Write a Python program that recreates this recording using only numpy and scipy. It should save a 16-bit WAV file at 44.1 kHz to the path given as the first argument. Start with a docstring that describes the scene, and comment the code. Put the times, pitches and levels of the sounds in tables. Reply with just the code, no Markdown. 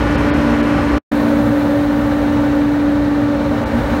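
"""A pump motor hums on its fifth shaft order in a tunnel, over ventilation roar and low rumble.
Shaft harmonics make the hum and a whine; reverberation makes the tones waver. Moving air makes the
noise, with narrow peaks and dips above 700 Hz. Heard first beside the machine, then, after a short
silence, from a steel walkway, where other motors hum along and a thin hiss fades and returns."""
import sys
import numpy as np
from scipy import signal
from scipy.fft import rfft, irfft
from scipy.io import wavfile

SR = 44100
rng = np.random.default_rng(int(sys.argv[2]) if len(sys.argv) > 2 else 0)


def unload_wav(signal):
    """Save mono or channel-first audio to the path in sys.argv[1] as 16-bit WAV at rate SR, clipped to [-1, 1]."""
    wavfile.write(
        sys.argv[1],
        SR,
        np.round(np.clip(np.atleast_2d(signal).T, -1, 1) * 32767).astype(np.int16),
    )


N = 176400
T = np.arange(N) / SR
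FREQS = np.maximum(np.fft.rfftfreq(N, 1 / SR), 1)
SHAFT_HZ = 58.31

# listening spots (0 beside the machine, 1 walkway): start t/s, end t/s
SPOTS = [(-0.01, 0.984), (1.116, 4.02)]
# base air noise density: f/Hz, machine level/(dB per Hz), walkway level/(dB per Hz)
AIR_SPECTRUM = [(22, -70, -66), (35.2, -64.5, -63), (55.6, -40.5, -45.5), (75, -40.5, -46),
                (113, -47, -46.5), (160, -43.5, -49.5), (199.6, -48.5, -47), (236.4, -40.5, -43),
                (269, -46, -47), (313, -43, -53), (385, -52.5, -54.5), (424, -47, -54.5), (500, -51, -50),
                (547, -46.5, -51), (631, -53, -53), (696, -55.5, -58), (770, -51.5, -55.5),
                (1076, -54.5, -61), (1465, -56.5, -59.5), (1796, -56.5, -62.5), (2004, -62, -66.5),
                (2670, -66.5, -72), (3270, -71.5, -75.5), (4010, -75.5, -74.5), (4790, -78.5, -84.5),
                (5680, -79.5, -83), (7800, -87, -90), (9450, -88, -89.5), (10400, -94.5, -95),
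                (11500, -91.5, -92.5), (15400, -96, -91)]
# swells of the four air bands, per spot: t/s, gain/dB
DEEP_SWELL = [
    [(0, 1), (.25, 0), (.48, 0), (.66, -8), (.8, 2), (.98, 3)],
    [(1.12, -6), (1.55, -10), (1.85, 0), (2.2, 1), (2.55, 1), (3.3, -3.5), (3.78, 8), (4, 5.5)],
]
RUMBLE_SWELL = [
    [(0, 2.5), (.3, 0.5), (.48, -1.5), (.66, -4), (.78, 4), (.98, -8)],
    [(1.12, 0), (1.5, 0), (2.2, -1), (3.25, -0.5), (3.7, -2), (3.78, -2), (4, -6)],
]
ROAR_SWELL = [
    [(0, .3), (.38, -0.14), (.65, -0.61), (.98, -1)],
    [(1.12, 3), (1.45, 0.4), (2.4, 0.06), (3, -1.4), (3.4, -0.7), (3.9, 1.5)],
]
HISS_SWELL = [
    [(0, -.8), (.4, .8), (.98, -0.2)],
    [(1.12, 4.5), (1.65, 2.5), (2.4, 0.2), (3, -3), (3.4, -3.8), (3.8, 1)],
]
# motors along the walkway: f/Hz, level/dB
MOTOR_TONES = [(120, -35.5), (551, -32.5), (775, -39), (953, -42), (1809, -51.5)]
# fan tone and its rush in the duct: t/s, level/dB
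FAN_LEVEL = [(1.12, -30), (1.3, -28), (1.45, -27), (1.55, -31), (1.63, -29.5), (1.78, -26), (1.98, -39),
             (2.15, -32), (2.4, -46), (2.85, -47), (3.15, -28), (3.42, -31), (3.6, -36)]
RUSH_LEVEL = [(1.12, -26.5), (1.6, -28), (1.95, -36), (2.5, -35), (3.05, -40), (3.5, -27), (4, -35)]
# faint pump tones: shaft order (rounded in use), machine level/dB, walkway level/dB
PUMP_TONES = [(1, -29.5, -34), (2, -36, -35.5), (7, -39, -54), (10, -31.5, -39), (15, -44, -40),
              (17, -37, -56.5), (20, -35.5, -41.5), (25, -35, -46.5), (29, -52, -61), (30, -48, -57),
              (35, -52, -62), (40, -43.5, -65), (41, -52.5, -73), (44, -55, -70), (49, -58, -60),
              (50, -63, -57.5), (54, -63, -69), (62.4, -54, -69), (71, -57, -67), (72.5, -55, -76),
              (89.6, -63, -73)]
# pump hum (order 5) and drone (order 4), per spot: t/s, level/dB
HUM_LEVEL = [
    [(0, -20), (.5, -17.5), (.98, -17.5)],
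    [(1.12, -16), (2.2, -16), (2.72, -14.5), (3.25, -15.5), (3.52, -18.5), (3.67, -28), (3.78, -23),
     (4, -20.5)],
]
DRONE_LEVEL = [
    [(0, -30), (.19, -40), (.27, -26), (.46, -18), (.66, -22), (.85, -26.5)],
    [(1.12, -21.5), (1.41, -19), (1.55, -29), (2.6, -30), (3.35, -31.5), (3.6, -24), (3.71, -29),
     (3.77, -14), (3.84, -37), (3.93, -17.5), (4, -33)],
]
# treble dropouts: centre t/s, length/s, edge f/Hz, gain/dB
TREBLE_DIPS = [(0.17, 0.012, 5000, -13.5), (0.321, 0.029, 5430, -27), (0.621, 0.0093, 3600, -15),
               (3.65, .012, 3800, -16)]


def from_db(db):
    """Decibels to gain."""
    return 10 ** (np.asarray(db) / 20)


def unit_rms(x):
    """Scale to rms 1."""
    return x / np.sqrt(np.mean(x ** 2) + 1e-20)


def curve(rows):
    """Linear interpolation of (t/s, value) rows."""
    return np.interp(T, *np.transpose(rows))


def lowpass_power(edge_hz, order):
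    """Low-pass power response over FREQS."""
    return 1 / (1 + (FREQS / edge_hz) ** (2 * order))


def noise(gain):
    """White noise shaped by a gain over FREQS."""
    return irfft(rfft(rng.standard_normal(N)) * gain, N)


def drift(corner_hz):
    """Random wander, mean 0, rms 1."""
    gain = lowpass_power(corner_hz, order=1)
    gain[0] = 0
    return unit_rms(noise(gain))


def tone(hz, db, waver_db=1.5, waver_rad=0.42, waver_hz=3.4):
    """Machine tone; level and phase waver in the reverberant tunnel."""
    phase = 2 * np.pi * (hz * T + rng.random()) + waver_rad * drift(waver_hz)
    return np.sqrt(2) * from_db(db + waver_db * drift(waver_hz)) * np.sin(phase)


def air_density_db(spot, hz):
    """Base air noise density at a spot, interpolated in log frequency."""
    table = np.array(AIR_SPECTRUM)
    return np.interp(np.log(hz), np.log(table[:, 0]), table[:, 1 + spot])


def spectral_ripple(spread_db=1.9, step_hz=45.45, from_hz=700):
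    """Gain over FREQS: random narrow peaks and dips that colour the air noise above from_hz."""
    bumps = np.interp(FREQS, np.arange(4000) * step_hz, rng.standard_normal(4000))
    return from_db(spread_db * bumps * (1 - lowpass_power(from_hz, order=2)))


def ventilation(spot, flutter_db=0.53, flutter_hz=37):
    """Moving air in the tunnel; four bands swell and flutter independently."""
    colour = from_db(air_density_db(spot, FREQS)) * spectral_ripple() * np.sqrt(SR / 2)
    colour *= np.sqrt(1 - lowpass_power(edge_hz=16, order=2))
    deep, low, low_mid = (lowpass_power(hz, order=4) for hz in (87, 196, 8900))
    bands = [(deep, DEEP_SWELL), (low - deep, RUMBLE_SWELL),
             (low_mid - low, ROAR_SWELL), (1 - low_mid, HISS_SWELL)]
    out = np.zeros(N)
    for power, swell in bands:
        air = noise(colour * np.sqrt(np.abs(power)))
        out += air * from_db(curve(swell[spot]) + flutter_db * drift(flutter_hz))
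    return out


def fan(blade_hz=569.7, duct_hz=553, width_hz=60):
    """Fan tone plus the rush it excites in a duct resonance."""
    hum = tone(blade_hz, curve(FAN_LEVEL), waver_db=2.6, waver_rad=0.32)
    duct = 1 / (1 + (2 * (FREQS - duct_hz) / width_hz) ** 2)
    return hum + from_db(curve(RUSH_LEVEL)) * unit_rms(noise(duct))


def other_motors():
    """Walkway motors, beating against the pump."""
    return sum(tone(hz, db) for hz, db in MOTOR_TONES)


def pump_whine(spot, spread_db=3):
    """Uneven high shaft orders: the same rattle every turn, swelling with the roar."""
    orders = np.arange(31, 125)
    turn = np.linspace(0, 1, 4097)
    uneven = unit_rms(from_db(rng.normal(0, spread_db, len(orders))))
    gains = from_db(air_density_db(spot, orders * SHAFT_HZ)) * uneven
    phase_turns = np.outer(orders, turn) + rng.random((len(orders), 1))
    cycle = gains @ np.sin(2 * np.pi * phase_turns)
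    cycle *= np.sqrt(2 * SHAFT_HZ)  # density to sine amplitude
    ratio_to_air = (0.46, 0.24)[spot]
    return ratio_to_air * from_db(curve(ROAR_SWELL[spot])) * np.interp(SHAFT_HZ * T % 1, turn, cycle)


def pump(spot):
    """Shaft harmonics: strong fifth, swelling fourth, fainter others."""
    hum = tone(5 * SHAFT_HZ, curve(HUM_LEVEL[spot]), waver_db=0.53, waver_rad=0.1)
    drone = tone(4 * SHAFT_HZ, curve(DRONE_LEVEL[spot]), waver_db=-0.2, waver_rad=0.2)
    faint = sum(tone(round(order) * SHAFT_HZ, levels_db[spot]) for order, *levels_db in PUMP_TONES)
    return hum + drone + faint


def scene(fade_s=0.0055, tail_db=-16, decay_db_per_s=1400):
    """Beside the machine, brief dull tail, silence, then the walkway."""
    machine, walkway = (pump(spot) + pump_whine(spot) + ventilation(spot) for spot in range(2))
    walkway += fan() + other_motors()
    out = np.zeros(N)
    for sound, (start_s, end_s) in zip((machine, walkway), SPOTS):
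        inside_s = np.minimum(T - start_s, end_s - T)
        out += sound * np.clip(inside_s / fade_s + 0.5, 0, 1) ** 2
    since_stop_s = T - SPOTS[0][1]
    dull = irfft(rfft(machine) * np.sqrt(lowpass_power(edge_hz=2000, order=1)), N)
    tail = dull * (since_stop_s > 0) * from_db(tail_db - decay_db_per_s * np.abs(since_stop_s))
    return (out + tail)[None]


def record(dry, ramp_s=0.005, cutoff_hz=15780):
    """Four brief treble dropouts, then a steep low-pass."""
    out = dry
    for centre_s, length_s, edge_hz, gain_db in TREBLE_DIPS:
        treble = irfft(rfft(out) * (1 - lowpass_power(edge_hz, order=8)), N)
        dip = np.clip((length_s / 2 - np.abs(T - centre_s)) / ramp_s + 0.5, 0, 1)
        out = out - treble * (1 - from_db(gain_db * dip))
    return signal.sosfilt(signal.ellip(14, 0.1, 80, cutoff_hz, fs=SR, output="sos"), out)


dry = scene()
out = record(dry)
unload_wav(out)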